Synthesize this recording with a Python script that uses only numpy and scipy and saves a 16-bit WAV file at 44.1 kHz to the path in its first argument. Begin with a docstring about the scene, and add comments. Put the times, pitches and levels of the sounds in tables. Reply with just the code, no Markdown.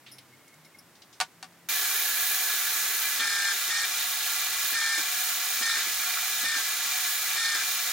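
"""Wire taps, hisses and thin squeaks come first, over workshop air and a low hum; then a switch clacks.
From START_S on a milling machine drills close by: shaped noise roars in the frame and hisses with the chip load.
Six times the drill backs out: the hiss drops, wandering tooth-rate harmonics whine from the feed drive,
and dull noise bursts knock around the lifts and reversals. Taps, knocks and catching chips are decaying
noise bursts; the switch adds sharp snaps and damped sines."""
import sys
import numpy as np
from scipy import signal
from scipy.fft import rfft, irfft, next_fast_len
from scipy.io import wavfile
from scipy.ndimage import uniform_filter1d

SR = 44100
rng = np.random.default_rng(int(sys.argv[2]) if len(sys.argv) > 2 else 0)


def dump(signal):
    """Clip the signal to [-1, 1] and save it as 16-bit WAV at the path in sys.argv[1]."""
    limited = np.clip(np.atleast_2d(signal).T, -1, 1)
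    pcm = np.round(limited * 32767).astype(np.int16)
    wavfile.write(sys.argv[1], SR, pcm)


N = 349272
T = np.arange(N) / SR
SIZE = next_fast_len(N + SR)  # room for filter tails
F = np.maximum(np.arange(SIZE // 2 + 1) * SR / SIZE, 1)  # Hz

# The drill backs out: lift_s, feed_reverses_s, whine_ends_s
PECK_TIMES = [(3.19, 3.522, 3.535), (3.692, 3.845, 3.868), (4.733, 4.978, 5.028), (5.613, 5.768, 5.838),
              (6.44, 6.562, 6.632), (7.36, 7.545, 7.638)]
# Whine and load at each peck: tenth_harmonic_hz (at the lift), tenth_db, ninth_first_db, ninth_last_db,
# clear_load_db (chip load while out of the cut)
PECK_WHINES = [(1805, -32, -39, -31, -46), (1843, -32, -50, -37, -48), (1810, -31, -45, -39, -48.5),
               (1827, -32, -57, -40, -46), (1818, -31, -56, -35.5, -50), (1824, -32, -53, -37, -51)]

START_S, SPINDLE_HZ = 1.6875, 33.9
TOP_HZ = 15850

# A random phase offset between the two ports, wandering over frequency and widest in the treble
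TWIST_RAD, TWIST_HZ = 1.75, 501
TWIST = TWIST_RAD * F / TOP_HZ * np.interp(F, TWIST_HZ * np.arange(60), rng.standard_normal(60))


def undb(db):
    """Decibels to amplitude."""
    return 10 ** (np.asarray(db) / 20)


def unit(x):
    """Scale to rms 1."""
    return x / np.sqrt(np.mean(x ** 2))


def over_hz(points):
    """Values of (Hz, value) points at every frequency, straight over log frequency."""
    hz, value = np.transpose(points)
    return np.interp(np.log(F), np.log(hz), value)


def shape(points):
    """Gain over frequency from (Hz, dB) points."""
    return undb(over_hz(points))


def peaks(modes):
    """Gain over frequency of steep-sided resonances whose powers add."""
    power = 0
    for hz, width_hz, db in modes:
        power = power + undb(2 * db) / (1 + (1.35 * (F - hz) / width_hz) ** 2) ** 2
    return np.sqrt(power)


def track(points):
    """The value of an (s, dB) curve at every sample."""
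    return np.interp(T, *np.transpose(points))


def gate(start, end, fade_s):
    """Open between two times, with straight fades inside them."""
    return np.clip(np.minimum(T - start, end - T) / fade_s, 0, 1)


def walk(rate):
    """Random levels held 1 / rate s and slewed twice; spread near 1."""
    hold = int(SR / rate)
    steps = np.repeat(rng.standard_normal(N // hold + 1), hold)
    return 0.75 * uniform_filter1d(uniform_filter1d(steps, hold), hold)[:N]


def add(out, s, sound):
    """Mix a sound in at a time, cut at the end of the scene."""
    i = int(s * SR)
    out[:, i:i + sound.shape[-1]] += sound[..., :N - i]


def stereo(near, far):
    """Two spectra into two close microphone ports: how alike and how loud they are varies with pitch."""
    # Likeness between the ports: pitch_hz, likeness (0-1)
    likeness = [(60, .95), (130, 0.83), (290, 0.83), (640, 0.95), (1410, 0.97), (2400, 0.79), (4400, 0.43),
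                (8000, 0.48), (15000, 0.44)]
    # Balance between the ports: pitch_hz, left_minus_right_db
    balance = [(60, 6), (110, 0), (200, 2), (380, 0.0), (700, 0.5), (1290, 1), (2380, 1.0), (4400, -0.5),
               (8120, -2.0), (15000, -3)]
    alike = np.clip(over_hz(likeness), 0, 1)
    lean = np.sqrt(shape(balance)) * np.exp(.5j * TWIST)
    same = np.sqrt((1 + alike) / 2) * near
    apart = np.sqrt((1 - alike) / 2) * far
    return irfft(np.array([(same + apart) * lean, (same - apart) / lean]), SIZE)[:, :N]


def rumble(gain, flicker_db, turn):
    """Gritty resonant noise at rms 1; each octave flickers alone and throbs once and twice a spindle turn."""
    grit = undb(1.5 * walk(900))
    mid, side = (rfft(grit * rng.standard_normal(N), SIZE) * gain for _ in range(2))
    edges_hz = 150 * 2 ** np.arange(0, 7.5)
    out = 0
    for lo, hi in zip(edges_hz[:-1], edges_hz[1:]):
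        band = (F >= lo) & (F < hi)
        angle = 2 * np.pi * (SPINDLE_HZ * T + rng.random())
        throb = 1 + turn * (np.sin(angle) + np.sin(2 * angle))
        out = out + stereo(mid * band, side * band) * throb * undb(flicker_db * walk(12))
    return unit(out)


def hoarse(phase, width_hz, rough):
    """A tone whose size and phase wander; rms 1."""
    wander = walk(width_hz) + 1j * walk(width_hz)
    return unit(np.real((1 + rough * wander) * np.exp(1j * phase)))


def burst(hz, width, t60, rise_s):
    """Decaying noise around one pitch, peak near 1, slightly different at each port."""
    t = np.arange(int(.3 * SR)) / SR
    edges_hz = [max(hz - width / 2, 60), min(hz + width / 2, 17000)]
    sos = signal.butter(2, edges_hz, "band", fs=SR, output="sos")
    mid, side = signal.sosfilt(sos, rng.standard_normal((2, len(t))))
    pair = unit(mid) + 0.42 * unit(side) * np.array([[1], [-1]])
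    return 0.41 * pair * (1 - np.exp(-t / rise_s)) * 1000 ** (-t / t60)


def shop():
    """Workshop air as shaped noise, lower once the drill runs, under a low hum that comes and goes."""
    # Spectrum of the air: pitch_hz, relative_db_per_hz
    air_spectrum = [(50, -38), (85, -12), (116, -5.5), (175, -7.5), (223, -5), (310, -4), (353, -6),
                    (412, -10), (697, -9.5), (2180, -11.5), (2600, -15.5), (16000, -22)]
    # Hum passages: start_s, length_s, pitch_hz, glide_hz_per_s, level_db
    hums = [(.0, .42, 129.8, -3, -67), (.52, .2, 149, 60, -66), (.76, .22, 172, -30, -69),
            (1.18, .1, 184, 1, -61), (1.33, 0.44, 169.5, 12, -66.5), (3.15, .3, 108, 3, -75),
            (3.673, 0.24, 111, -20, -69), (4.053, .4, 116, -29, -71), (4.4, 0.4, 105, -2, -68),
            (5.6, .4, 110, -20, -69.5), (6.181, 0.52, 101.6, 11, -71), (7.3, .22, 102, 1, -73)]
    air_db, duck_db, hum_fade_s = -57, -2.5, 0.057
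    mid, side = (rfft(rng.standard_normal(N), SIZE) * shape(air_spectrum) for _ in range(2))
    level_db = air_db + duck_db * (T > START_S) + 0.34 * walk(3.5)
    out = unit(stereo(mid, side)) * undb(level_db)
    for s, length, hz, glide, db in hums:
        phase = 2 * np.pi * (hz + glide * (T - s) / 2) * (T - s)
        out = out + gate(s, s + length, hum_fade_s) * undb(db) * hoarse(phase, 5.3, 0.34)
    return out


def wire():
    """A wire dabs grease on a steel rail: small taps, slides hissing in its resonances, thin squeaks."""
    # Taps: start_s, peak_db, pitch_hz, t60_s
    taps = [(0.0624, -39.5, 3030, .26), (.1825, -39.5, 3500, .11), (.4788, -43.5, 8000, .043),
            (.54, -47, 7000, .046), (.647, -46, 5000, .06), (.9517, -47, 4500, .12), (1.019, -40, 4130, .1),
            (1.127, -42.5, 4850, 0.16), (1.525, -52, 6100, .059)]
    # Slides: start_s, peak_db (before the rail levels), t60_s
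    slides = [(.114, -42, .18), (.183, -40, 0.041), (.65, -50, 0.072), (.786, -42, 0.072)]
    # Rail resonances: pitch_hz, width_hz, relative_db
    rail_modes = [(5310, 500, 1.5), (9900, 980, 0.5), (12300, 990, -5)]
    # Squeaks: centre_s, level_db, length_s
    squeaks = [(.125, -67, .06), (.2, -66, 0.056), (0.343, -62, 0.037), (.42, -67, 0.057),
               (.485, -60, 0.034), (.53, -62, 0.037), (.66, -52, 0.023), (.752, -53, 0.015),
               (0.792, -66, 0.046)]
    squeak_hz = 2165
    swell = sum(undb(db) * np.exp(-(2 * (T - s) / length) ** 2) for s, db, length in squeaks)
    out = swell * hoarse(2 * np.pi * squeak_hz * T, 90.3, 0.96) * np.ones((2, 1))
    for s, db, hz, t60 in taps:
        add(out, s, undb(db) * burst(hz, 0.73 * hz, t60, 0.0011))
    for s, db, t60 in slides:
        add(out, s, sum(undb(db + g) * burst(hz, width, t60, 0.0017) for hz, width, g in rail_modes))
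    return out


def switch():
    """Each blow snaps sharply, rings the housing as damped sines and rattles out in noise."""
    # Blows and bounces: start_s, peak_db, left_minus_right_db
    blows = [(1.2018, -10, -5), (1.2075, -19, 5), (1.2114, -7.5, 0.5), (1.2178, -22, -2), (1.221, -23, 0),
             (1.4276, -24, 2), (1.431, -28, -3), (1.437, -43, -1), (1.4435, -33, 7), (1.452, -41, 1)]
    # Ringing modes: pitch_hz, relative_db, t60_s (before the housing damps it)
    modes = [(749, 5, 0.12), (923, 0, 0.13), (1164, 4, 0.41), (1470, 1.5, 0.088), (1650, -4, 0.093),
             (1820, -4, 0.083), (2270, -3, 0.069), (2470, -21, 0.13), (2750, -4, 0.11), (4500, 3, 0.051),
             (4650, -15, 0.077), (4840, -11, 0.051), (5093, -26, 0.19), (5100, -11, 0.3),
             (5860, -21, 0.092), (6870, -20, 0.039), (7946, -28, 0.071), (8489, -33, 0.096),
             (9700, -32, 0.045), (10600, -29, 0.058)]
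    housing_t60_s = .085  # no mode rings longer
    out, t = np.zeros((2, N)), np.arange(int(.3 * SR)) / SR
    snap = np.sin(2 * np.pi * 3500 * t) * np.exp(-t / .00016)
    for s, db, pan_db in blows:
        ring = 0
        for hz, mode_db, t60 in modes:
            decay = 1000 ** (-t / min(t60, housing_t60_s))
            ring = ring + undb(mode_db) * np.sin(2 * np.pi * (hz * t + rng.random())) * decay
        rattle = 0.6 * burst(6100, 6000, 0.011, .0001) + 0.26 * burst(2900, 5500, 0.098, 0.001)
        blow = 0.37 * ring / np.abs(ring).max() - 0.99 * snap + rattle
        add(out, s, blow * undb(db + np.array([[pan_db], [-pan_db]]) / 2))
    # too small to radiate bass
    return signal.sosfilt(signal.butter(4, 620, "high", fs=SR, output="sos"), out)


def feed():
    """Backing out: hoarse tooth-rate harmonics, a shaken frame, dull knocks around the lifts and reversals."""
    # Other harmonics: multiple of the tooth rate, level_db (relative to the tenth)
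    teeth = [(12, -13.5), (24, -10.5)]
    # Knocks: start_s, peak_db, pitch_hz
    knocks = [(3.189, -40, 308), (3.242, -47, 240), (3.527, -47, 447), (3.681, -43, 366), (3.821, -47, 438),
              (4.721, -43, 320), (4.975, -38.5, 318), (5.18, -50, 427), (5.606, -41.5, 245),
              (5.762, -38.5, 401), (5.864, -43, 299), (6.432, -41, 218), (6.558, -43, 326),
              (7.358, -45, 430), (7.546, -43, 326)]
    # Frame shaken by the fast feed: pitch_hz, width_hz, relative_db
    slide_modes = [(854, 65, -15.5), (1095, 21, -23), (1380, 21, -5), (1707, 150, -6.5), (2353, 90, -4),
                   (2890, 88, -14), (3247, 44, -5.5), (3592, 110, -3.5), (3890, 76, -6.5), (4234, 55, -3.5),
                   (4820, 28, -4.5), (5147, 85, -3.5), (5440, 36, -5.5), (6150, 37, -3), (6850, 22, -2.5),
                   (7400, 78, -13)]
    # Noise between those resonances: pitch_hz, relative_db_per_hz
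    slide_bed = [(400, -76), (650, -25.5), (1000, -24.5), (1250, -11), (2300, -16.5), (2630, -23),
                 (4000, -16), (7050, -14.5), (10000, -17.5), (15800, -26)]
    # Low tone in the first lift: time_s, level_db
    groan_curve = [(3.25, -69), (3.3, -57), (3.5, -70), (3.53, -64)]
    # the whine sags, and steps down as the feed reverses
    sag_hz_per_s, down_hz, down_db, turn_s = 85, -45, -9.5, 0.0203
    shake_db, shake_fall_db_per_s, spin_s = -28.5, 109, 0.015
    groan_hz = 414
    hz, tenth, ninth, shake = np.zeros((4, N))
    for (lift, back, end), (top_hz, tenth_db, first_db, last_db, _) in zip(PECK_TIMES, PECK_WHINES):
        on = gate(lift, end, spin_s)
        braking = np.clip(T - back, 0, end - back)  # seconds since the reversal
        down = np.minimum(braking / turn_s, 1)
        hz = hz + (on > 0) * (top_hz - sag_hz_per_s * (T - lift) + down_hz * down)
        tenth = tenth + on * undb(tenth_db + down_db * down)
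        ninth = ninth + on * undb(np.interp(T, [lift, back], [first_db, last_db]))
        shake = shake + on * undb(shake_db - shake_fall_db_per_s * braking)
    tooth = 2 * np.pi * np.cumsum(hz / 10) / SR  # phase at the tooth rate
    whine = tenth * hoarse(10 * tooth, 40, 0.13) + ninth * hoarse(9 * tooth, 40, 0.25)
    for multiple, db in teeth:
        whine = whine + tenth * undb(db) * hoarse(multiple * tooth, 150, 1.2)
    groan_level = gate(groan_curve[0][0], groan_curve[-1][0], spin_s) * undb(track(groan_curve))
    groan = groan_level * hoarse(2 * np.pi * groan_hz * T, 25, .3)
    tones = rfft(whine + groan, SIZE)
    slide = np.hypot(peaks(slide_modes), shape(slide_bed))
    out = stereo(tones, tones * 1j)  # a quarter turn sets the ports apart
    out = out + shake * rumble(slide, flicker_db=0.44, turn=0.15)
    for s, db, knock_hz in knocks:
        thud = burst(knock_hz, 145, 0.19, 0.0017) + 1.44 * burst(600, 670, 0.16, 0.0065)
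        add(out, s, undb(db) * thud)
    return out


def load():
    """Chip load in dB: it dies as the drill lifts, bites again softly at the reversal and settles."""
    # Chip load while cutting: time_s, load_db
    cutting = [(1.69, -35), (2.21, -34), (3.1, -34), (4.25, -34.5), (4.6, -35), (5.3, -35), (6.05, -36),
               (6.4, -34), (6.7, -35.5), (7.05, -35), (7.3, -35.5), (7.75, -36.5), (7.92, -36)]
    lift_s, bite_s, settle_s, bite_db = 0.029, 0.013, 0.16, -3
    db = track(cutting)
    for (lift, back, _), (*_, clear_db) in zip(PECK_TIMES, PECK_WHINES):
        clear = np.interp(T, [lift, lift + lift_s, back - bite_s / 2, back + bite_s / 2], [0, 1, 1, 0])
        soft = np.interp(T, [lift, back, back + settle_s], [0, 1, 0])
        db = (1 - clear) * (db + bite_db * soft) + clear * clear_db
    return db


def drill():
    """The cut shakes the frame and hisses with the chip load; the tip rings at first, chips catch at times."""
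    # Frame resonances while cutting: pitch_hz, width_hz, relative_db
    frame_modes = [(245, 14, -23), (421, 58, -20.5), (513.4, 9, -15.5), (738.3, 33.3, -7), (893, 70, -13),
                   (1125, 39, -6.5), (1280, 44, -7), (1400, 25, -1), (1545, 23, -6.5), (1688, 42, 2.5),
                   (2000, 54, -2), (2375, 69, 0.5), (2745, 28, -6), (3068, 50, -3.5), (3358, 50, -5),
                   (3690, 64, -0.5), (4077, 54, 1), (4310, 21, 0), (5140, 95, -6), (6260, 630, -7),
                   (6940, 450, -7), (8230, 79, -12), (8600, 76, -12), (9280, 140, -10), (10180, 110, -8),
                   (12300, 91, -12), (13400, 160, -8), (14700, 160, -9), (15250, 150, -6), (15700, 80, -11)]
    # Noise between those resonances: pitch_hz, relative_db_per_hz
    frame_bed = [(90, -62), (150, -51), (590, -26), (730, -17.5), (990, -20.5), (1150, -11.5), (2350, -8),
                 (2600, -10), (3740, -7), (7000, -10), (9000, -12), (15800, -10)]
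    # Tip resonances: pitch_hz, width_hz, relative_db
    tip_modes = [(400, 90, -17), (1560, 40, -3), (1718, 45, 2), (10400, 220, -4), (11850, 400, -1),
                 (13250, 150, -7), (15300, 400, -3)]
    # The tip rings until the lips are buried: time_s, level_db
    tip_fade = [(1.69, -34), (2.2, -32), (2.9, -35), (3.17, -38), (3.2, -70)]
    # Chips catching on the drill: start_s, peak_db, pitch_hz, t60_s, width_hz
    scrapes = [(3.19, -19, 3400, 0.12, 500), (3.2, -23, 2400, 0.17, 250), (3.745, -18, 4830, .12, 1800),
               (3.77, -17, 6150, 0.092, 1000), (3.816, -12, 11000, .04, 9000),
               (4.252, -21, 11000, .05, 9000), (5.69, -17, 3850, 0.19, 700), (6.166, -17, 1410, .11, 160),
               (6.452, -15.5, 2350, .07, 200), (7.441, -18, 4020, 0.18, 1200)]
    hiss_db, roar_db = 4.5, 9  # above the chip load
    load_db = load()
    frame = np.hypot(peaks(frame_modes), shape(frame_bed))
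    treble = 1 / (1 + (8500 / F) ** 6)  # share of the power that goes to the hiss
    hiss = rumble(frame * np.sqrt(treble), flicker_db=1.76, turn=0.13) * undb(load_db + hiss_db)
    body_db = np.minimum(load_db, -39)  # the frame saturates at full load
    roar = rumble(frame * np.sqrt(1 - treble), flicker_db=0.73, turn=0.021) * undb(body_db + roar_db)
    ring = rumble(peaks(tip_modes), flicker_db=0.2, turn=0.09) * undb(track(tip_fade))
    out = (T > START_S) * (roar + hiss + ring)
    for s, db, hz, t60, width in scrapes:
        add(out, s, undb(db) * burst(hz, width, t60, 0.0082))
    return out


def scene():
    """All sources together."""
    return shop() + wire() + switch() + feed() + drill()


def record(dry):
    """The recorder cuts the top with a steep low-pass."""
    return signal.sosfilt(signal.ellip(10, .2, 70, TOP_HZ, fs=SR, output="sos"), dry)


dry = scene()
out = record(dry)
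dump(out)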